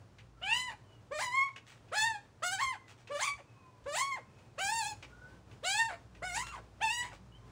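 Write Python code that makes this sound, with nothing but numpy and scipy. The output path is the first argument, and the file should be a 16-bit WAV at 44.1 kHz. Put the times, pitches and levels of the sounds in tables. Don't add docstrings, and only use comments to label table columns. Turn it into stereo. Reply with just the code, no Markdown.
import sys
import numpy as np
from scipy import signal
from scipy.fft import rfft, irfft, next_fast_len
from scipy.io import wavfile

SR = 44100
rng = np.random.default_rng(int(sys.argv[2]) if len(sys.argv) > 2 else 0)


def to_wav(s):
    ch = np.atleast_2d(s).T
    pcm = np.round(np.clip(ch, -1, 1) * 32767)
    wavfile.write(sys.argv[1], SR, pcm.astype(np.int16))


N = 331191
TIME = np.arange(N) / SR
TOP_HZ = 15800
# (time [s], level [dB])
AIR_LEVEL = [(0, -60), (1.2, -59.5), (3.1, -62), (5.2, -57), (6.1, -58.5), (7.5, -57.5)]


def magpies(level_db=-1.5, colour_gain=0.21):
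    # (time [s], pitch [Hz], effort [dB])
    courses = [
        [(0.412, 797, -49.5), (0.457, 772, -41.5), (0.485, 840, -38.5), (0.528, 920, -36), (0.568, 1002, -38),
         (0.67, 1003, -42.5), (0.735, 806, -42)],
        [(1.107, 633, -44.5), (1.184, 603.7, -41), (1.219, 1030, -33), (1.3, 964, -44.5), (1.364, 1082, -30.5),
         (1.419, 1085, -32), (1.448, 1115, -40), (1.505, 1049, -46)],
        [(1.914, 607, -45), (1.961, 852.6, -36.5), (2.032, 877, -34.5), (2.064, 928.5, -32),
         (2.127, 870, -42.5), (2.155, 826, -42.3), (2.19, 800, -54)],
        [(2.42, 749.5, -36), (2.472, 721.4, -39), (2.506, 723, -47.5), (2.533, 793, -37), (2.576, 740, -46.5),
         (2.619, 1089, -27.5), (2.715, 1022, -37), (2.725, 961, -40.5), (2.76, 682, -46)],
        [(3.096, 631, -46), (3.155, 577, -41.5), (3.19, 617, -45.5), (3.222, 1035, -34.5), (3.262, 1233, -36),
         (3.281, 1141, -32), (3.366, 1161, -60), (3.405, 547.5, -48.5)],
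        [(3.855, 601, -45), (3.916, 581.5, -42.5), (3.946, 638, -40), (3.977, 973, -37.5), (4.024, 1092, -31.5),
         (4.102, 1110, -42), (4.13, 1062, -32), (4.154, 1040, -44), (4.195, 511, -49)],
        [(4.577, 682, -40.5), (4.61, 777, -36.5), (4.668, 799.4, -33.5), (4.728, 912, -35), (4.79, 915.5, -33),
         (4.838, 799, -36.5), (4.881, 883, -35.5), (4.935, 805, -46)],
        [(5.625, 606, -54.5), (5.652, 712, -38), (5.771, 870, -37), (5.801, 916.6, -32), (5.882, 902, -42),
         (5.904, 725, -41), (5.955, 661, -46.4)],
        [(6.218, 784.5, -36.5), (6.317, 704, -46), (6.344, 719, -42.5), (6.375, 928, -35.1),
         (6.427, 1068, -42.5), (6.433, 1356, -43.5), (6.504, 1381, -44.5), (6.549, 1087, -40.5),
         (6.6, 516.5, -54)],
        [(6.803, 817, -41), (6.831, 917, -30), (6.887, 857.5, -37), (6.923, 951, -40), (6.967, 970, -46.5),
         (7.053, 981, -42), (7.111, 973, -56.5), (7.135, 536, -51)],
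    ]
    # (beak widest at [s], time from there to half shut [s], brightness [dB],
    # first throat ring [Hz], last throat ring [Hz], first throat boost [dB], last throat boost [dB],
    # beak boost [dB], roughness [0-1], length of hoarse ending [s], colouring delay [s])
    shapes = [(.585, 0.1, 3, 3010, 2130, 23.5, 19, 2, 0.13, .045, 0.0017),
              (1.234, 0.077, 5, 2240, 2240, 4.5, 16.5, -0.5, 0.01, 0.034, 0.0018),
              (1.997, 0.079, 5, 1430, 2010, 8, 7.5, 10, 0, 0.014, 0.0016),
              (2.494, 0.088, 9.5, 1310, 2300, 6, 8.5, 1.5, 0, 0.025, 0.00064),
              (3.234, 0.081, 5.5, 1110, 2490, 3.5, 31, 2.5, 0.14, .075, 0.00033),
              (3.979, 0.044, 10, 2130, 2130, -3, 14.5, 3.5, 0.02, 0.031, 0.0011),
              (4.684, 0.61, 1.5, 2640, 1460, 8.5, -13.5, -1, 0, 0.019, 0.000714),
              (5.717, 0.14, 5, 3300, 790, 8.5, 16, 5.5, 0, 0.072, 0.0018),
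              (6.365, 0.14, 5.5, 1840, 2800, 7.5, 9, -3.5, 0.15, 0.099, 0.0019),
              (6.969, .081, 10, 3150, 1500, 14, 23.5, 1, .02, 0.12, 0.00036)]
    out = np.zeros(N)
    for course, (*shape, colour_delay_s) in zip(courses, shapes):
        t, call = squawk(course, shape)
        delayed = np.interp(t - colour_delay_s, t, call, left=0)
        add(out, t[0], call + colour_gain * delayed)
    return out * amp(level_db)


def squawk(course, shape, jitter=0.0588, shimmer=0.2, stagger_hz=210, rasp=1.21, rasp_hz=300):
    # (frequency [Hz], level [dB])
    voice_colour = [(400, 14), (700, -2), (1000, -2.5), (1500, -4.5), (2200, -9), (3200, -14.5),
                    (4700, -15), (5800, -21), (7400, -11), (9000, -16.5), (10500, -11), (12700, -25),
                    (15000, -27)]
    scoop, scoop_s, attack_s, release_s = 0.36, 0.012, 0.014, 0.025
    throat_octaves, beak_hz, beak_octaves = 0.23, 3700, 0.52
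    times, notes, efforts = np.transpose(course)
    widest_s, gape_s, open_db, first_hz, last_hz, first_db, last_db, beak_db, base_rough, hoarse_s = shape
    t = np.arange(times[0], times[-1] + 0.0099, 1 / SR)
    size, age = len(t), t - t[0]
    note = np.interp(t, times, notes)
    pitch = note * (1 - scoop * np.exp(-age / scoop_s))
    shut = 1 - 1 / (1 + ((t - widest_s) / gape_s) ** 2)
    ending = np.clip((t - times[-1] + hoarse_s) / 0.017, 0, 1)
    throat_hz = np.linspace(first_hz, last_hz, size)
    throat_db = np.linspace(first_db, last_db, size) * (1 - 0.66 * ending)
    bright_db = open_db - 22.5 * shut - 2 * ending - 20 * np.exp(-age / 0.0096)
    rough = roughness(age, note, base_rough, ending)
    effort_db = np.interp(t, times, efforts) - 1.5 * rough
    broken = rough ** 1.5
    quaver = 0.003 * waver(size, 50)
    stagger = jitter * broken * waver(size, stagger_hz)
    angle = 2 * np.pi * np.cumsum(pitch * (1 + quaver + stagger)) / SR
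    out = np.zeros(size)
    for k in range(1, 27):
        hz = k * pitch
        throat = throat_db / (1 + (np.log2(hz / throat_hz) / throat_octaves) ** 2)
        beak = beak_db * (1 - shut) / (1 + (np.log2(hz / beak_hz) / beak_octaves) ** 2)
        treble = bright_db * np.clip(np.log2(hz / 1500) / 2, 0, 1)
        flutter = min(0.6 + 0.55 * k, 3.5) * waver(size, 35)
        level_db = effort_db + read(voice_colour, hz) + throat + beak + treble + flutter
        hiss = 0.33 * (hz / 7000) ** 1.5
        frayed = np.clip(np.hypot(rasp * broken * k / 3, hiss), 0, 0.97)
        phase = k * angle + 2 * np.pi * rng.random()
        clean = np.sqrt(2 * (1 - frayed ** 2)) * np.cos(phase)
        noisy = waver(size, rasp_hz) * np.cos(phase) + waver(size, rasp_hz) * np.sin(phase)
        out += amp(level_db) * (clean + frayed * noisy) * (hz < TOP_HZ)
    unsteady = np.exp(shimmer * rough * waver(size, stagger_hz) - (shimmer * rough) ** 2)
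    fade = np.clip(np.minimum(age / attack_s, (t[-1] - t) / release_s), 0, 1)
    return t, out * unsteady * fade


def roughness(age, pitch, base, ending, break_octaves_per_s=15.9, settle_s=0.036):
    glide = abs(np.gradient(np.log2(pitch))) * SR / break_octaves_per_s
    linger = np.exp(-1 / (settle_s * SR))
    leap = signal.lfilter([1 - linger], [1, -linger], np.minimum(glide, 1) ** 1.3)
    start = 0.89 * np.exp(-age / 0.014)
    return np.clip(base + np.max([start, leap, 0.81 * ending], axis=0), 0, 1)


def glass_table(tap_s=0.085, ring_s=0.084, ticks_per_s=3, bump_hz=58):
    # (time [s], relative level [dB], ring [Hz])
    pecks = [(0.186, -50, 2330), (1.562, -42.5, 2230), (1.8854, -58.5, 3400), (3.0748, -47, 2430),
             (4.388, -61, 6850), (5.0273, -41, 2250), (5.5136, -55, 2570), (6.1503, -53.5, 2410)]
    # (frequency [Hz], level [dB])
    peck_colour = [(150, -24), (330, 8), (1000, -1), (2500, 11), (4000, -1), (8000, -8), (15000, -20)]
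    # (start [s], length [s], level [dB])
    scuffs = [(1.66, 0.097, -60.5), (2.876, 0.047, -58), (2.974, 0.062, -66.5), (6.464, 0.024, -50.5),
              (7.128, 0.028, -58.5)]
    # (frequency [Hz], level [dB])
    scuff_colour = [(300, -9), (1500, 1), (3200, -2), (5000, -9), (8000, -7.5), (15000, -19)]
    # (time [s], level [dB])
    bumps = [(2.67, -53), (3.35, -57), (3.84, -56)]
    out, t = np.zeros(N), np.arange(SR // 5) / SR
    for s, db, hz in pecks:
        tap = noise(len(t), peck_colour) * amp(-60 * t / tap_s)
        ring = np.sin(2 * np.pi * hz * t) * amp(-10 - 60 * t / ring_s)
        attack = 1 - np.exp(-t / 0.0012)
        add(out, s - 0.002, amp(db - 2) * (tap + ring) * attack)
    for s, length, db in scuffs:
        stroke = t / length * 3
        scrape = noise(len(t), scuff_colour) * amp(3.8 * waver(len(t), 150))
        add(out, s, amp(db) * stroke * np.exp(1 - stroke) * scrape)
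    steps = (rng.random(N) < ticks_per_s / SR) * rng.random(N)
    tick = noise(len(t), scuff_colour) * amp(-63 - 60 * t / tap_s)
    out += signal.oaconvolve(steps, tick)[:N]
    centred = t - t.mean()
    bump = np.exp(-(centred / 0.019) ** 2) * np.sin(2 * np.pi * bump_hz * centred)
    for s, db in bumps:
        add(out, s - t.mean(), amp(db) * bump)
    return out


def garden_birds(level_db=-4, flutter_db=4):
    # (start [s], end [s], first pitch [Hz], last pitch [Hz], relative level [dB])
    calls = [(0.328, .64, 1330, 1477, -58), (0.819, 1.009, 3124, 2800, -66.5),
             (2.746, 2.913, 2140, 1966, -61), (3.39, 3.805, 2627, 2436, -70.5),
             (3.502, 3.83, 1091, 966, -64), (4.194, 4.604, 2616, 2492, -74.5),
             (5.059, 5.394, 1406, 1554, -57), (7.308, 7.381, 2850, 3200, -60.5),
             (7.402, 7.523, 1066, 990, -66.5)]
    out = np.zeros(N)
    for start, end, first_hz, last_hz, db in calls:
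        size = round((end - start) * SR)
        pitch = np.linspace(first_hz, last_hz, size) * (1 + 0.008 * waver(size, 120))
        angle = 2 * np.pi * np.cumsum(pitch) / SR
        loudness = amp(db + flutter_db * waver(size, 44)) * signal.windows.tukey(size, 0.6)
        add(out, start, loudness * np.sin(angle))
    return out * amp(level_db)


def machines(firing_hz=58.6):
    # (loudest at [s], half-length [s], level [dB])
    swells = [(.45, 0.33, -62), (1.1, 0.18, -69), (5.143, 0.65, -64), (6.352, 0.26, -57.5),
              (7.25, 0.88, -61)]
    # (frequency [Hz], level [dB])
    hum_tones = [(100, -72.5), (118.3, -71)]
    swell = sum(amp(db) * np.exp(-((TIME - s) / length) ** 2) for s, length, db in swells)
    angle = 2 * np.pi * np.cumsum(firing_hz * (1 + 0.06 * waver(N, 6))) / SR
    drone = np.sin(angle) + amp(-7) * waver(N, 3.7) * np.sin(3 * angle)
    hum = np.zeros(N)
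    for hz, db in hum_tones:
        hum += amp(db) * (1 + 0.7 * waver(N, 4)) * np.sin(2 * np.pi * (hz * TIME + rng.random()))
    times, air_db = np.transpose(AIR_LEVEL)
    drift_db = np.interp(TIME, times, air_db) - air_db.mean()
    return np.sqrt(2) * (swell * drone + amp(drift_db) * hum)


def air(flicker_db=1.45):
    # (frequency [Hz], level [dB])
    air_colour = [(20, -28), (45, -8), (75, -4), (115, 6.5), (170, -5), (250, -6), (500, -9), (1000, -13.5),
                  (2000, -22.5), (4000, -28), (8000, -30.5), (11000, -28), (15500, -38)]
    # (frequency [Hz], likeness [0-1])
    likeness = [(60, 0.99), (130, 1), (290, 0.82), (640, 0.35), (1400, 0.97), (3100, 1), (7000, 0.94),
                (15000, 1)]
    same = read(likeness, np.fft.rfftfreq(N, 1 / SR))
    mid = rfft(noise(N, air_colour)) * np.sqrt((1 + same) / 2)
    side = rfft(noise(N, air_colour)) * np.sqrt((1 - same) / 2)
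    level_db = np.interp(TIME, *np.transpose(AIR_LEVEL)) + flicker_db * waver(N, 6)
    return irfft([mid + side, mid - side], N) * amp(level_db)


def veranda(sound, early_db=-6, tail_db=-16):
    # (frequency [Hz], time to fade by 60 dB [s])
    fade_times = [(250, 0.19), (1000, 0.37), (2500, 0.3), (6000, 0.37), (14000, 0.25)]
    hz, t, tail = signal.stft(rng.standard_normal((2, SR)), SR, nperseg=256)
    tail *= amp(-60 * t / read(fade_times, hz)[:, None]) * (1 - np.exp(-t / 0.016))
    tail[1] *= (1.6 / (1 + (hz / 950) ** 2) + 0.05)[:, None]
    mid, side = signal.istft(tail, SR, nperseg=256)[1]
    echoes = np.array([mid + side, mid - side]) * amp(tail_db) / np.linalg.norm(mid)
    delays_s = rng.uniform(0.0028, 0.026, size=12)
    signs = rng.choice([-1, 1], len(delays_s))
    echoes[:, (delays_s * SR).astype(int)] += amp(early_db) * signs / np.sqrt(len(delays_s))
    return signal.fftconvolve(sound[None], echoes, axes=1)[:, :N]


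def amp(db):
    return 10 ** (np.asarray(db) / 20)


def read(points, hz):
    f, value = np.transpose(points)
    return np.interp(np.log(hz + 1), np.log(f), value)


def evened(x):
    return x / np.sqrt(np.mean(abs(x) ** 2) + 1e-20)


def add(mix, s, sound):
    part = mix[max(round(s * SR), 0):][:len(sound)]
    part += sound[:len(part)]


def noise(size, colour):
    gains = amp(read(colour, np.fft.rfftfreq(size, 1 / SR)))
    return evened(irfft(rfft(rng.standard_normal(size)) * gains, size))


def waver(size, hz):
    full = next_fast_len(size + 4096)
    slow = 1 / np.sqrt(1 + (np.fft.rfftfreq(full, 1 / SR) / hz) ** 6)
    return evened(irfft(rfft(rng.standard_normal(full)) * slow, full))[:size]


def scene():
    squawks, taps, whistles = magpies(), glass_table(), garden_birds()
    echoes = veranda(squawks + amp(3) * taps + amp(4) * whistles)
    return squawks + taps + whistles + echoes + machines() + air()


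def record(dry):
    # (frequency [Hz], phase [radians])
    left_lead = [(200, 0), (800, -.3), (1120, .2), (2200, .05), (5000, .1), (6700, -1.1), (9000, -2.1),
                 (11200, -3.1), (12600, -3.15), (15500, -4.5)]
    size = next_fast_len(N + 4096)
    phase = read(left_lead, np.fft.rfftfreq(size, 1 / SR))
    shifted = irfft(rfft(dry, size) * np.exp(0.5j * np.array([phase, -phase])), size)[:, :N]
    low_pass = signal.firwin(511, TOP_HZ, window=("kaiser", 9), fs=SR)
    return signal.oaconvolve(shifted, low_pass[None], "same")


dry = scene()
out = record(dry)
to_wav(out)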